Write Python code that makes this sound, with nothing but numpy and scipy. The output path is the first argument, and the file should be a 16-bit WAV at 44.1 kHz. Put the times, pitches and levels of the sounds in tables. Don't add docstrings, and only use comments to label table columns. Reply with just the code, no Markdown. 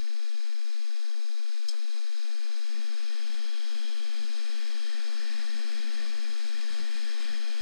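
import sys
import numpy as np
from scipy import signal
from scipy.fft import rfft, irfft, next_fast_len
from scipy.io import wavfile
from scipy.ndimage import uniform_filter1d, map_coordinates

SR = 44100
rng = np.random.default_rng(int(sys.argv[2]) if len(sys.argv) > 2 else 0)


def unload_audio(sound):
    columns = np.transpose(np.atleast_2d(sound))
    steps = np.round(np.clip(columns, -1, 1) * 32767)
    wavfile.write(sys.argv[1], SR, steps.astype(np.int16))


N = 335601

# (middle [s], reach [s], change in rumble [dB], change in buffeting [dB])
GUSTS = [(.1, .12, -4, -1), (.6, .2, -2, 3), (1.02, 0.075, -10, -10), (1.25, .08, -1, -1),
         (1.56, .08, 0, -15), (1.74, 0.064, -2, 0), (1.9, 0.056, 0, -6), (2.17, .13, 2, -7),
         (3.1, .3, 1, -4), (3.9, .15, -3, 1.5), (4.4, .3, -4, 0), (5.05, .25, -3, -3), (5.6, .3, -5, -2),
         (6.15, 0.12, 4, 4), (6.74, .07, 8, 0), (7.25, .08, 6.5, 6), (7.5, .08, 1, 3)]
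# (frequency [Hz], relative density [dB per Hz])
RUMBLE_COLOUR = [(8, -4), (18, 1), (30, -2), (45, -5), (65, -10), (95, -27), (130, -50), (400, -90)]
BUFFET_COLOUR = [(30, -24), (60, -0.5), (90, -3.5), (110, -2.5), (135, -19), (200, -31), (500, -80)]
RUSH_COLOUR = [(100, -16), (170, -5), (300, 1), (700, -1), (1000, -8), (2000, -16), (3000, -8), (6000, -18),
               (12000, -16)]
# (frequency [Hz], approximate width [Hz], relative level [dB])
AIR_MODES = [(1120, 93, -6), (2515, 91, -4), (3764, 200, 1.5), (4070, 165, 2.5), (4200, 150, -1.5),
             (4505, 107, 0), (4680, 150, -1.5), (4930, 120, 0), (5132, 140, 3.5), (5300, 110, -3),
             (5520, 160, -7.5), (6190, 1030, -8.5), (6530, 270, -10), (6820, 200, -9), (8475, 770, -10),
             (9500, 480, -20), (11130, 1000, -25.5)]
# (middle [s], reach [s], change in mount boom [dB], change in frame drone [dB])
STRETCHES = [(.08, 0.17, 5, 2.5), (1.5, 0.19, -6, -1.5), (2.12, 0.1, -29, -1.5), (2.76, 0.064, 5, 1.5),
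             (3.38, 0.1, 4, -0.5), (3.6, 0.079, -7, -0.5), (4.25, 0.094, 2, -1.5), (4.6, .06, -2, -1.5),
             (5.1, 0.22, 0.5, 0.5), (5.38, 0.065, 1, 0.5), (5.57, 0.12, 3.5, -0.5), (5.87, .13, 2.5, -0.5),
             (6.17, 0.11, 2, -0.5), (6.5, 0.11, -1.5, -0.5), (6.8, .06, 2, 0), (7, 0.11, -0.5, -2.5),
             (7.26, 0.13, -2, 0), (7.58, 0.067, -7, 1.5)]
# (frequency [Hz], approximate width [Hz], relative level [dB])
MOUNT_MODES = [(151, 26.6, -5.5), (196.8, 13.5, -1), (227, 26, -7), (337, 97, -16.5)]
# (frequency [Hz], approximate width [Hz], relative level [dB])
ROAD_MODES = [(209, 39, 6.5), (290, 59, -6), (360, 42, 0.5), (456, 49, 1.5), (583, 210, -7), (695, 112, -2),
              (893, 126, -9), (1144, 98, -3.5)]
# (frequency [Hz], relative density [dB per Hz])
TYRE_COLOUR = [(200, -29), (500, 0.5), (1000, 0.5), (1500, 4.5), (2450, 7.5), (2920, 1), (3400, 2.5),
               (5000, 6), (6000, -13.5), (7500, 0.5), (9300, -12), (10200, -13), (11500, -15.5),
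               (13500, -35)]
# (time [s], change in rattle [dB])
JOLTS = [(4.84, -0.5), (5.17, 2), (6.0, 1.5), (7.25, 3)]
JOLT_RISE_S, JOLT_FADE_S = 0.018, 0.072
# (time [s], crack level [dB], ring level [dB])
STONE = [(1.6832, -44, -48), (1.6848, -28.5, -32.5), (1.6873, -28.5, -35), (1.6914, -33, -31),
         (1.6953, -31, -39), (1.7015, -43, -53), (1.7077, -38, -45), (1.7094, -36, -44), (1.7132, -36, -48),
         (1.718, -44, -52), (1.7225, -44, -52)]
# (frequency [Hz], relative level [dB], time to decay by 60 dB [s])
STONE_MODES = [(3220, -21, 0.089), (3220, -17, 0.035), (3790, -19, .035), (4000, -15, .03),
               (4520, -20, 0.031), (4650, -14, .025), (4900, -13, 0.045), (5140, 1, 0.022),
               (5150, -5.5, 0.018), (5300, -15, .03), (6400, -16, 0.044), (6850, -19, .03),
               (7770, -17, 0.038), (8450, -12.5, .025), (8880, -16.5, .015), (11580, -26, .025)]
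# (frequency [Hz], relative density [dB per Hz])
CRACK_COLOUR = [(2800, -50), (3200, -6), (3800, -5), (5000, 3), (5700, -12), (6400, -7.5), (8500, -7.5),
                (9800, -21), (11700, -21), (14000, -38)]
# (time [s], relative level [dB])
KNOCKS = [(1.7328, -33), (1.7375, -32.5), (1.7472, -33), (1.7535, -41), (1.768, -41)]
# (frequency [Hz], approximate width [Hz], relative level [dB])
KNOCK_MODES = [(520, 220, -3.5), (756, 170, -6.5), (1300, 520, -7)]
# (time [s], crank turns per second [Hz])
CRANK = [(0, 32.8), (.8, 33.9), (1.6, 35.56), (2.3, 38.54), (3, 41.2), (3.6, 42.3), (4, 42.9), (4.5, 45.5),
         (5.1, 46.8), (7.6, 47.2)]
CRUISE_HZ = 47.5
# (time [s], level [dB])
EFFORT = [(0, 2), (1.3, -1), (2, -1), (3.1, 1), (4, -0.1), (5.3, 0.5), (6, 0.3), (6.45, -1), (6.7, 0.5),
          (7.6, 0.5)]
# (frequency [Hz], approximate width [Hz], relative level [dB])
ENGINE_MODES = [(1379, 125, -2.5), (1570, 190, -3), (1773, 140, 0.5), (2095, 110, -6.5), (2305, 107, -1.5),
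                (2463, 75, 2), (2690, 275, -4.5), (3250, 203, -0.5), (4220, 170, -2.5), (4470, 100, 0),
                (4945, 100, -0.5), (5144, 260, 0)]
# (frequency [Hz], approximate width [Hz], base level at cruise [dB],
# growth with speed [dB per octave], critical crank speed [Hz], reach in crank speed [Hz], gain there [dB])
PANELS = [(1811, 150, -63, 21, 47.6, 1.6, 4), (2365, 160, -68.5, 30, 47.4, 2.2, 2.5)]
# (middle [s], reach [s], change in lower panel [dB], change in upper panel [dB])
SURGES = [(3.14, 0.045, 7, 0), (4.94, .04, 6, -1), (5.348, .1, 4.5, 2), (6.02, 0.058, 5, 1),
          (6.5, 0.1, -1.5, 8), (6.88, 0.037, -1, 4), (7.02, .04, -1, -2), (7.336, .05, 4, -5)]
# (time [s], level [dB])
WHISTLE = [(0, -77), (2.5, -71), (2.85, -69), (3.15, -58), (3.4, -58), (3.75, -55), (4, -55), (4.25, -59.5),
           (4.65, -60), (4.85, -54.5), (5.1, -63), (5.9, -58.5), (6.15, -63), (6.9, -59.5), (7.3, -56.5),
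           (7.6, -58)]
WHISTLE_HZ, WHISTLE_WIDTH_HZ = 3230, 230
# (frequency [Hz], left minus right [dB])
PORTS = [(60, -9), (150, -1.5), (220, 0), (370, 4.5), (480, 8.5), (680, 10), (1000, 8), (1250, 7.5),
         (2300, 6), (4200, 6), (7700, 5), (13000, 2)]
# (frequency [Hz], lead [radians])
PORT_LEAD = [(130, 0.66), (200, 0.81), (340, 1), (500, 0.72), (900, 0.15)]
OFFSET = (.060, -.029)
TOP_HZ = 13500

TIME = np.arange(N) / SR
SIZE = next_fast_len(N, real=True)
FREQ = np.maximum(np.arange(SIZE // 2 + 1) * SR / SIZE, 1)


def undb(db):
    return 10 ** (np.asarray(db) / 20)


def unit(x):
    return x / np.sqrt(np.mean(x ** 2))


def curves(table):
    s, *columns = np.transpose(table)
    return [np.interp(TIME, s, column) for column in columns]


def noise():
    return rng.standard_normal(N)


def walk(rate):
    k = int(SR / rate)
    steps = np.repeat(rng.standard_normal(N // k + 1), k)
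    return unit(uniform_filter1d(steps, k)[:N])


def shape(x, gain):
    return irfft(rfft(x, SIZE) * gain, SIZE)[..., :N]


def waver(x, share, rate=9):
    delay = np.cumsum(share * walk(rate))
    return map_coordinates(x, [np.arange(N) + delay], mode="mirror")


def colour(points):
    hz, db = np.transpose(points)
    return undb(np.interp(np.log(FREQ), np.log(hz), db))


def resonances(modes):
    power = 0
    for hz, width, db in modes:
        detuning = (FREQ - hz * hz / FREQ) / width
        power = power + undb(2 * db) / (1 + detuning ** 2 / 2) ** 2
    return np.sqrt(power)


def bell(x, centre, reach):
    return np.exp(-((x - centre) / reach) ** 2)


def humps(table):
    return sum(np.outer(db, bell(TIME, s, reach_s)) for s, reach_s, *db in table)


def with_speed(db_per_octave):
    return db_per_octave * np.log2(curves(CRANK)[0] / CRUISE_HZ)


def jolt():
    change_db = 0
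    for s, db in JOLTS:
        distance = np.maximum((s - TIME) / JOLT_RISE_S, (TIME - s) / JOLT_FADE_S)
        change_db = change_db + db * np.exp(-distance)
    return change_db


def bursts(hits, decay_s):
    envelope = 0
    for s, db, *_ in hits:
        fade = np.exp(-np.abs(TIME - s) / decay_s)
        envelope = envelope + undb(db) * (TIME >= s) * fade
    return noise() * envelope


def eddies(points, eddy_db=1.7):
    ports = []
    for _ in range(2):
        turbulence = noise() * undb(eddy_db * walk(17))
        ports.append(unit(shape(turbulence, colour(points))))
    return np.array(ports)


def wind(rumble_db=-57.5, buffet_db=-64.5, rush_db=-66, rush_db_per_octave=13):
    rumble_change_db, buffet_change_db = humps(GUSTS)
    rumble = eddies(RUMBLE_COLOUR) * undb(rumble_db + rumble_change_db)
    buffet = eddies(BUFFET_COLOUR) * undb(buffet_db + buffet_change_db)
    rush = eddies(RUSH_COLOUR) * undb(rush_db + with_speed(rush_db_per_octave))
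    return rumble + buffet + rush


def air(hiss_db=-51.5, db_per_octave=7.0, flutter_db=.5):
    hiss = unit(shape(noise(), resonances(AIR_MODES)))
    return hiss * undb(hiss_db + with_speed(db_per_octave) + flutter_db * walk(22.24))


def road(drone_db=-57.5, drone_db_per_octave=14, boom_db=-57, boom_db_per_octave=18,
         bumps_db=1.0, judder_db=2.0):
    boom_change_db, drone_change_db = humps(STRETCHES)
    drone = unit(shape(noise(), resonances(ROAD_MODES)))
    drone_level_db = drone_db + with_speed(drone_db_per_octave) + drone_change_db + bumps_db * walk(18)
    boom = unit(shape(noise(), resonances(MOUNT_MODES)))
    boom_level_db = boom_db + with_speed(boom_db_per_octave) + boom_change_db + judder_db * walk(20)
    return drone * undb(drone_level_db) + boom * undb(boom_level_db)


def tyres(grit_db=-58.0, db_per_octave=15, grains_per_s=4500, spread_db=3.0, patchy_db=2.5):
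    present = rng.random(N) < grains_per_s / SR
    size_db = spread_db * np.minimum(rng.exponential(size=N), 5)
    grains = present * noise() * undb(size_db)
    level_db = grit_db + with_speed(db_per_octave) + jolt() + patchy_db * walk(16)
    return unit(shape(grains, colour(TYRE_COLOUR))) * undb(level_db)


def stone(contact_s=0.00052, crack_s=0.0023, rattle_s=0.009, rattle_db=-16, knock_s=0.0035):
    ring, t = np.zeros(N), TIME[:SR // 4]
    attack = 1 - np.exp(-(t / contact_s) ** 2)
    for s, _, ring_db in STONE:
        start = int(s * SR)
        for hz, mode_db, t60 in STONE_MODES:
            decay = np.exp(-np.log(1000) * t / t60)
            mode = attack * decay * np.sin(2 * np.pi * hz * t)
            ring[start:start + len(t)] += undb(ring_db + mode_db) * mode
    contacts = bursts(STONE, crack_s) + undb(rattle_db) * bursts(STONE, rattle_s)
    crack = shape(contacts, colour(CRACK_COLOUR))
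    knocks = shape(bursts(KNOCKS, knock_s), resonances(KNOCK_MODES))
    return ring + crack + knocks


def panels(drive, crank_hz, drift, swell_db=1.35):
    total = 0
    for panel, surge_db in zip(PANELS, humps(SURGES)):
        hz, width, db, growth_db, critical_hz, reach_hz, gain_db = panel
        level_db = db + with_speed(growth_db) + gain_db * bell(crank_hz, critical_hz, reach_hz)
        level_db = level_db + surge_db + swell_db * walk(20)
        sing = shape(noise() * drive, resonances([(hz, width, 0)]))
        total = total + unit(waver(sing, drift)) * undb(level_db)
    return total


def whistle(drive):
    tone = shape(noise() * drive, resonances([(WHISTLE_HZ, WHISTLE_WIDTH_HZ, 0)]))
    return unit(tone) * undb(curves(WHISTLE)[0])


def engine_shake(turns, crank_hz, shake_db=-67.0, db_per_octave=2, frame_hz=43.2, frame_reach_hz=3.8,
                 frame_db=7.0, second_db=-14):
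    harmonics = np.sin(2 * np.pi * turns) + undb(second_db) * np.sin(4 * np.pi * turns)
    swell_db = with_speed(db_per_octave) + frame_db * bell(crank_hz, frame_hz, frame_reach_hz)
    return unit(harmonics) * undb(shake_db + swell_db)


def engine(depth=0.56, sharpness=0.86, blur_hz=39.2, clatter_db=-51.5, db_per_octave=13, drift=.007):
    crank_hz = curves(CRANK)[0]
    turns = np.cumsum(crank_hz * (1 + 0.0051 * walk(11))) / SR
    strength = undb(noise()[turns.astype(int)])
    knock = unit(np.exp(-sharpness * np.cos(2 * np.pi * turns)) * strength)
    share = depth / (1 + (crank_hz / blur_hz) ** 8)
    drive = np.sqrt(1 - share + share * knock ** 2)
    clatter = unit(waver(shape(noise() * drive, resonances(ENGINE_MODES)), drift))
    clatter = clatter * undb(clatter_db + with_speed(db_per_octave))
    clatter = clatter + panels(drive, crank_hz, drift)
    clatter = clatter * undb(curves(EFFORT)[0] + jolt())
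    return clatter + whistle(drive), engine_shake(turns, crank_hz)


def scene():
    clatter, shake = engine()
    case = clatter + air() + tyres() + road() + stone()
    hz, lead = np.transpose(PORT_LEAD)
    phase = np.interp(np.log(FREQ), np.log(hz), lead)
    ratio = colour(PORTS) * np.exp(1j * phase)
    port_gains = 2 * np.array([ratio, np.ones_like(ratio)]) / (1 + ratio)
    return shape(case, port_gains) + shake + wind()


def record(dry, hiss_db=-82):
    hiss = undb(hiss_db) * rng.standard_normal(dry.shape)
    low_pass = signal.ellip(10, .2, 80, TOP_HZ, fs=SR, output="sos")
    return signal.sosfilt(low_pass, dry + hiss) + np.array(OFFSET)[:, None]


dry = scene()
out = record(dry)
unload_audio(out)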